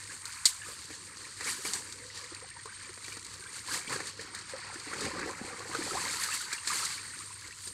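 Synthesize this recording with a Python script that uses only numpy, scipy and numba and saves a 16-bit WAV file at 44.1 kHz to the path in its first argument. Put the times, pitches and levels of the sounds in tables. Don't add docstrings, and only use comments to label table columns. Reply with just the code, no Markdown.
import sys
import numpy as np
from scipy import signal
from scipy.fft import rfft, irfft, next_fast_len
from scipy.io import wavfile
from scipy.ndimage import uniform_filter1d
from numba import njit

SR = 44100
rng = np.random.default_rng(int(sys.argv[2]) if len(sys.argv) > 2 else 0)


def to_wav(s):
    ch = np.atleast_2d(s).T
    pcm = np.round(np.clip(ch, -1, 1) * 32767)
    wavfile.write(sys.argv[1], SR, pcm.astype(np.int16))


def natural_amplitude(level_db):
    exponent = np.asarray(level_db, float) / 20
    return 10 ** exponent


N = 340893
TIME = np.arange(N) / SR
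SPRAY_HZ, TOP_HZ = 2700., 15600


@njit
def svf(x, hz, width):
    y, b, l = np.empty(len(x)), 0., 0.
    g, k = np.tan(np.pi * hz / SR), width / hz
    for i in range(len(x)):
        v = (b + g * (x[i] - l)) / (1 + g * (g + k))
        b, l, y[i] = 2 * v - b, l + 2 * g * v, k * v
    return y


@njit
def rings(s, hz, t60, size, glide, rise):
    out = np.zeros(N)
    for k in range(len(s)):
        start, n, phase = int(s[k] * SR), t60[k] * SR, 0.
        for i in range(min(int(n), N - start)):
            phase += 2 * np.pi * hz[k] * (1 + glide[k] * i / n) / SR
            swell = min(phase / (2 * np.pi * rise), 1.)
            out[start + i] += size[k] * np.sin(phase) * swell * 1000. ** (-i / n)
    return out


def level(x, db):
    return x * natural_amplitude(db) / np.sqrt(np.mean(x ** 2))


def noise():
    return rng.standard_normal(N)


def walk(rate):
    k = int(SR / rate)
    held = np.repeat(rng.standard_normal(N // k + 1), k)
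    return uniform_filter1d(uniform_filter1d(held, k), k)[:N]


def coloured(x, lo_hz, hi_hz):
    # (frequency [Hz], gain [dB])
    colour = [(71, -34), (120, 1.5), (240, 1.5), (300, 4), (500, 1.5), (570, -3), (645, -20), (730, -4),
              (1020, 0.5), (1490, 1), (1870, 3), (2350, -1), (2800, -7.5), (3500, -9), (4200, -1.5),
              (4700, -2.5), (5200, -6.5), (5720, -7.5), (7400, -3), (8420, -2.5), (10500, -18),
              (15500, -34)]
    port_hz, port_width_hz, port_db = 4570., 250., 3.5
    n = next_fast_len(N)
    f = np.fft.rfftfreq(n, 1 / SR) + 1
    hz, db = np.transpose(colour)
    edges = 1 / np.sqrt((1 + (lo_hz / f) ** 28) * (1 + (f / hi_hz) ** 28))
    ring_db = port_db / (1 + (2 * (f - port_hz) / port_width_hz) ** 2)
    gain = edges * natural_amplitude(np.interp(np.log(f), np.log(hz), db) + ring_db)
    return irfft(rfft(x, n) * gain, n)[:N]


def swarm(count, lo_hz, hi_hz, cycles, spread_db, glide, wash_db):
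    when, pitch, size, length = rng.random((count, 4)).T
    hz = lo_hz * (hi_hz / lo_hz) ** pitch
    t60 = cycles * (.5 + length) / hz
    grains = rings(when * N / SR, hz, t60, hz * natural_amplitude(spread_db * size ** 2), glide * length, 1.5)
    return level(grains, 0) + natural_amplitude(wash_db) * noise()


def churn():
    # (time [s], level [dB])
    mist_level = [(0, 6), (.6, 5.5), (1.2, 2), (1.85, 5), (2.35, -5), (2.7, -4), (3.2, 3), (3.75, 1),
                  (3.9, 1), (4.3, -5), (4.65, -7), (4.9, -2), (5.3, -2), (5.6, 1), (6.9, .5), (7.1, 4),
                  (7.7, 5)]
    mist_hz, tilt_hz = 10500., 5700.
    tilt_up, tilt_down = .3, .2
    spray_db, *others = stirring()

    lap_db = np.clip(-.13 * (spray_db + 28), .5, 3) * walk(20)
    trickle_db, gurgle_db, hollow_db = (db + lap_db for db in others)
    spray_db = spray_db + 0.37 * lap_db + 1.5 * walk(30)

    spray = swarm(count=16000, lo_hz=2600., hi_hz=15000., cycles=30., spread_db=12., glide=.1, wash_db=5.)
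    trickle = swarm(count=8000, lo_hz=780., hi_hz=2800., cycles=32., spread_db=12., glide=.1, wash_db=6.)
    gurgle = swarm(count=4000, lo_hz=110., hi_hz=800., cycles=10., spread_db=8., glide=.4, wash_db=3.)

    bright_db = np.interp(TIME, *np.transpose(mist_level))
    low = coloured(spray, SPRAY_HZ, tilt_hz)
    high = coloured(spray, SPRAY_HZ, mist_hz) - low
    scale = natural_amplitude(-2.9) / np.std(low + high)
    low_gain = natural_amplitude(1.4 * walk(14) - tilt_down * bright_db)
    high_gain = natural_amplitude(1.2 * walk(11) + tilt_up * bright_db)
    out = scale * (low * low_gain + high * high_gain) * natural_amplitude(spray_db)

    out += drops(count=500) * natural_amplitude(.55 * (spray_db + 47))
    mist_db = 1.5 * (spray_db + 43) + bright_db + 2.2 * walk(12)
    out += level(coloured(spray, mist_hz, TOP_HZ), -66.8) * natural_amplitude(mist_db)
    out += level(coloured(trickle, 884.0, SPRAY_HZ), -3.1) * natural_amplitude(trickle_db + 0.6 * walk(12))
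    out += level(coloured(gurgle, 85., 574.0), -5.26) * natural_amplitude(gurgle_db)
    heave = svf(svf(noise(), 82.0, 50.), 83.0, 60.)
    out += level(heave, -56) * natural_amplitude(1.5 * (gurgle_db + 39))
    return out + level(coloured(gurgle, 597.0, 1060.0), -6.5) * natural_amplitude(hollow_db)


def stirring():
    # (time [s], spray [dB], trickle [dB], gurgle [dB], hollow slosh [dB])
    slow_stirring = [(0, -48, -51, -59, -88), (.4, -49, -50, -70, -95), (.6, -47, -48, -60, -61),
                     (.8, -47, -51, -57, -85), (.95, -47, -51, -56, -70), (1.35, -46, -50, -57, -88),
                     (1.82, -48, -49, -57, -62), (1.97, -49, -51, -55, -95), (2.3, -50.5, -50, -62, -80),
                     (2.5, -51, -51, -61, -68), (2.72, -48.5, -49.5, -61, -95), (3.0, -46.5, -50, -59, -78),
                     (3.4, -47, -50.5, -56, -64), (3.6, -50, -50.5, -60, -90), (4.3, -50, -51, -56, -62),
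                     (4.55, -49.5, -50, -58, -62), (4.65, -46, -46.5, -55, -57),
                     (4.85, -45.5, -46.5, -55, -56), (5.1, -45, -43, -41, -50), (5.25, -44, -41, -38, -48),
                     (5.35, -46, -44, -50, -49), (5.65, -44, -43, -48, -51), (5.9, -36, -38, -41.5, -42),
                     (6.2, -39, -42, -53, -54), (6.45, -40, -45, -54, -65), (6.62, -47, -52, -68, -87),
                     (7.05, -45.5, -51, -56.5, -80), (7.5, -48.5, -51.5, -62, -95),
                     (7.73, -47, -55, -60, -82)]
    # (peak time [s], swell over 20 dB [s], fade over 20 dB [s],
    # spray [dB], trickle [dB], gurgle [dB]); times hold before the crest is rounded
    single_sloshes = [(0, .05, .08, -46, -48, -56), (.13, .08, .15, -45, -45, -55),
                      (.26, .05, .12, -44, -46, -62), (.465, .01, .11, -32, -41.5, -62),
                      (.69, .12, .25, -45, -50, -58), (1.495, .12, .12, -32, -37.5, -47),
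                      (1.67, .05, .15, -33.5, -41, -46), (1.745, .02, .13, -35, -41, -47),
                      (2.18, .25, .25, -43.5, -50, -60), (3.55, .05, .25, -44, -56, -62),
                      (3.74, .11, .12, -32, -36, -44), (3.93, .08, .1, -32.5, -33.5, -38),
                      (4.08, .15, .1, -39.5, -47, -55), (4.22, .1, .12, -45, -47, -51),
                      (4.35, .02, .15, -45, -46, -55), (4.5, .1, .1, -44, -46, -59),
                      (5.04, .15, .3, -41, -42, -39), (6.02, .15, .15, -40, -41, -52),
                      (6.13, .15, .2, -36, -41, -54), (6.24, .1, .15, -34, -37, -57),
                      (6.35, .1, .08, -36, -39, -62), (6.54, .2, .2, -40, -42, -62),
                      (6.69, .06, .5, -33, -35.5, -53), (6.8, .2, .3, -36, -41, -51),
                      (7.67, .2, .3, -45.5, -58, -67)]
    hollow_under_gurgle_db, round_s = 5.5, .008
    s, *slow_db = np.transpose(slow_stirring)
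    power = np.array([natural_amplitude(2 * np.interp(TIME, s, db)) for db in slow_db])
    for peak_s, swell_s, fade_s, spray_db, trickle_db, gurgle_db in single_sloshes:
        near = slice(int(max(peak_s - .5, 0) * SR), int((peak_s + 1) * SR))
        t = TIME[near] - peak_s
        t = t * abs(t) / (abs(t) + round_s)
        shape = natural_amplitude(2 * 20 * np.where(t < 0, t / swell_s, -t / fade_s))
        tops_db = np.array([spray_db, trickle_db, gurgle_db, gurgle_db - hollow_under_gurgle_db])
        power[:, near] += natural_amplitude(2 * tops_db)[:, None] * shape
    return 10 * np.log10(power)


def drops(count):
    t60_s, spread_db = .016, 4.
    hits = np.zeros(N)
    sizes_db = np.minimum(spread_db * rng.exponential(size=count), 13)
    hits[rng.integers(0, N, count)] = natural_amplitude(sizes_db)
    ticks = signal.lfilter([1], [1, -natural_amplitude(-60 / (t60_s * SR))], hits) * noise()
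    return level(coloured(ticks, 2500., TOP_HZ), -57.5)


def splats():
    # (time [s], strength of the crack [dB], body against crack [dB])
    wet_slaps = [(.2535, -24, -29), (.4545, -1, -20), (.79, -35, -15), (.841, -34, -22), (.903, -42, 7),
                 (.95, -34, -12), (1.17, -36, -6), (1.205, -44, 7), (1.408, -29, -2), (1.4425, -31, -20),
                 (1.6497, -27, 2), (1.7339, -17, -22), (1.924, -28, -34), (2.175, -33, -15),
                 (2.24, -35, -12), (2.656, -34, -4), (2.892, -44, 6), (2.975, -43, 7), (3.043, -32, -8),
                 (3.0808, -35, 0), (3.1247, -33, -8), (3.169, -34, 2), (3.247, -30, -21),
                 (3.3386, -32, -12), (3.738, -24, -8), (3.895, -30, -7), (4.0022, -31, 5.5),
                 (4.07, -30, -25), (4.21, -30, -11), (4.348, -25, -22), (4.388, -33, -12), (4.495, -33, -6),
                 (4.741, -33, -2), (4.797, -32, -14), (4.9335, -31, 7), (5.0076, -24, -10),
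                 (5.0508, -30, 3), (5.193, -32, 6), (5.7472, -30, 8), (6.235, -19.5, -20),
                 (6.343, -24, -15), (6.5282, -19.5, -9.5), (6.6733, -19, -11), (6.8504, -17, -18),
                 (7.4765, -34, -11), (7.6742, -26, -10)]
    crack, body, t = np.zeros(N + SR), np.zeros(N + SR), TIME[:SR // 2]
    for s, db, body_db in wet_slaps:
        t60 = .044 * natural_amplitude(.15 * (body_db + 12))
        near = slice(int(s * SR), int(s * SR) + len(t))
        rise = 1 - np.exp(-t / (.0003 + .0012 * natural_amplitude(db)))
        spatter = .14 * natural_amplitude(-60 * t / (3 * t60))
        crack[near] += natural_amplitude(db) * rise * (natural_amplitude(-60 * t / t60) + spatter)
        body[near] += natural_amplitude(db + body_db) * rise * natural_amplitude(-60 * t / (0.79 * t60))
    bright = level(coloured(noise(), 3300., TOP_HZ), -9)
    dull = level(coloured(noise(), 300., SPRAY_HZ), -9)
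    return crack[:N] * bright + body[:N] * dull


def bubbles(count):
    # (time [s], level before swell and stutter [dB], nominal pitch [Hz])
    plops = [(.096, -36, 1670), (.456, -25.5, 2090), (.615, -34.5, 1754), (.634, -37, 1735),
             (.66, -39, 1250), (.684, -45, 503), (.905, -44, 310), (1.408, -31, 1960), (1.459, -40.5, 473),
             (1.473, -27, 2280), (1.59, -43.5, 400), (1.648, -37, 430), (1.651, -30, 2360),
             (1.785, -45, 224), (2.1, -41, 1990), (2.175, -40, 1900), (2.319, -40, 344), (2.423, -42, 510),
             (2.51, -39, 1840), (2.592, -39, 1900), (2.69, -38, 1580), (2.72, -39, 1600), (2.81, -41, 1800),
             (2.847, -40, 2380), (2.564, -38, 950), (2.654, -42, 438), (2.656, -36, 1070),
             (2.892, -44.5, 367), (3.081, -45.5, 382), (3.046, -38, 2340), (3.121, -34.5, 2420),
             (3.167, -43.5, 184), (3.424, -39, 1590), (3.46, -35, 1620), (3.683, -32, 1040),
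             (3.713, -33, 1690), (3.873, -32.5, 2320), (3.875, -37, 203), (3.905, -30.5, 1040),
             (3.998, -40, 556), (4.002, -37, 1900), (4.191, -39, 450), (4.193, -34, 1820),
             (4.535, -30, 545), (4.632, -37, 1900), (4.756, -39.5, 345), (4.758, -37, 1800),
             (4.87, -37.5, 290), (4.877, -35, 1960), (4.907, -42, 304), (4.914, -33, 1140),
             (4.929, -28, 1384), (4.93, -31, 1950), (5.018, -35, 420), (5.024, -35, 290), (5.053, -34, 310),
             (5.05, -31, 2300), (5.111, -31, 1016), (5.132, -34, 325), (5.137, -33, 1020),
             (5.165, -37, 200), (5.17, -30, 1200), (5.215, -34, 290), (5.227, -30, 1227), (5.257, -32, 301),
             (5.275, -34, 470), (5.299, -31.5, 1056), (5.38, -36, 1380), (5.479, -41, 484),
             (5.412, -26, 230), (5.527, -35, 1190), (5.525, -40, 482), (5.581, -41, 493), (5.6, -39, 500),
             (5.604, -33, 1130), (5.654, -41, 493), (5.692, -38, 330), (5.712, -32, 1050),
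             (5.735, -32, 1250), (5.75, -36, 471), (5.748, -25, 1300), (5.787, -29.5, 335),
             (5.81, -34, 330), (5.84, -37, 300), (5.864, -39.5, 444), (5.908, -27, 1320), (5.916, -33, 380),
             (5.94, -36, 400), (5.951, -22, 770), (5.96, -27, 830), (5.969, -23.5, 1034),
             (6.053, -28, 2100), (6.058, -32, 1060), (6.407, -31, 1470), (6.286, -28, 1270),
             (6.321, -28, 2700), (6.325, -30, 1850), (6.525, -27, 1670), (6.58, -34, 2820),
             (6.674, -27.5, 1780), (6.701, -23.5, 1208), (6.719, -28, 1040), (6.826, -26, 1336),
             (6.978, -33, 2300), (7.042, -41, 1680), (7.105, -40, 1840), (7.135, -37, 1500),
             (7.206, -39, 1220), (7.305, -38, 1040), (7.508, -37, 1960)]
    surface_hz = 700
    slack_hz = 380.
    ragged_per_s = 500
    brood_db, brood_octaves, brood_s = -10, .45, .016
    # (t60 [s], pitch rise [share], swell [cycles], depth of the stutter [dB])
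    pocket, surface = (.07, .2, 1.1, .8), (.047, .22, 3.0, 2.5)

    s, db, hz = np.transpose(plops)
    u = rng.standard_normal((len(s), count, 3)).T
    out = 0
    for kind, settings in ((hz < surface_hz, pocket), (hz >= surface_hz, surface)):
        t60, glide, rise, ragged_db = settings
        same = np.ones(kind.sum())
        t60 = t60 * np.minimum(hz[kind] / slack_hz, 1) ** .8
        main = rings(s[kind], .96 * hz[kind], t60 * same, natural_amplitude(db[kind]), glide * same, rise)
        out = out + main * natural_amplitude(-ragged_db * abs(walk(ragged_per_s)))
        for late, octaves, size in u.transpose(1, 0, 2)[:, :, kind]:
            start = s[kind] + brood_s * abs(late)
            pitch = hz[kind] * 2 ** (brood_octaves * abs(octaves))
            sizes = natural_amplitude(db[kind] + brood_db + 3.0 * size)
            out += rings(start, pitch, .45 * t60 * same, sizes, glide * same, .3)
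    return out - .8 * svf(out, 645., 110.)


def insect():
    # (start [s], end [s], level [dB])
    phrases = [(0, 0.81, -54), (0.987, 2.045, -57), (2.303, 3.21, -53.5), (3.39, 4.11, -53),
               (4.293, 5.094, -55), (5.38, 6.25, -58), (6.548, 7.386, -50), (7.62, 7.724, -47.5)]
    trill_hz, buzz_hz, throb_hz = 8640., 46., 15.3
    gate = sum(natural_amplitude(db) * ((TIME >= a) & (TIME < b)) for a, b, db in phrases)
    throb = 1 + 0.41 * np.sin(2 * np.pi * throb_hz * TIME)
    buzz_rate = buzz_hz * (1 + 0.097 * walk(4.6))
    buzz = 1 + 0.45 * np.sin(2 * np.pi * np.cumsum(buzz_rate) / SR)
    tone = np.sin(2 * np.pi * np.cumsum(trill_hz + 35 * walk(70)) / SR) * natural_amplitude(1.0 * walk(40))
    return level(tone * throb * buzz, 0) * uniform_filter1d(gate, size=900)


def hoot():
    # (start [s], end [s], centre [Hz], width of the first filter [Hz],
    # level before the swell [dB])
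    hollow_tones = [(1.1, 1.42, 495, 50, -66), (1.78, 1.9, 485, 50, -62), (1.95, 2.32, 499, 60, -60)]
    out = 0
    for start, end, hz, width_hz, db in hollow_tones:
        swell = np.sin(np.pi * np.clip((TIME - start) / (end - start), 0, 1)) ** .5
        band = svf(svf(noise(), hz, width_hz), hz, 2. * width_hz)
        out = out + level(band, db) * swell * natural_amplitude(4.0 * walk(15))
    return out


def drone():
    # (time [s], level [dB])
    hum_level = [(0, -60), (.5, -66), (1.5, -66), (1.8, -61), (3.2, -63), (5.0, -63), (6.2, -64),
                 (6.5, -72), (7.0, -60), (7.73, -62)]
    hum_hz, waver_hz, rumble_hz = 98.5, 2.5, 95.5
    hum = level(np.sin(2 * np.pi * np.cumsum(hum_hz + waver_hz * walk(12)) / SR), 0)
    hum = hum * natural_amplitude(np.interp(TIME, *np.transpose(hum_level)) + 3.0 * walk(14))
    rumble = svf(svf(noise(), rumble_hz, 105.0), 0.82 * rumble_hz, 87.0)
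    return hum + level(rumble, -63)


def scene():
    wet = splats() + bubbles(count=3)
    t = TIME[:6000]
    scatter = level(rng.standard_normal(len(t)) * natural_amplitude(-60 * t / 0.15), -48.5)
    echo = signal.fftconvolve(wet, scatter)[:N]
    return (churn() + wet + echo + insect() + hoot() + drone())[None]


def band_limit(x):
    return signal.sosfilt(signal.butter(12, 16480, fs=SR, output="sos"), x)


def record(dry):
    low_pass = signal.ellip(8, .2, 60, TOP_HZ, fs=SR, output="sos")
    mix = signal.sosfilt(low_pass, dry)
    return band_limit(mix)


dry = scene()
out = record(dry)
to_wav(out)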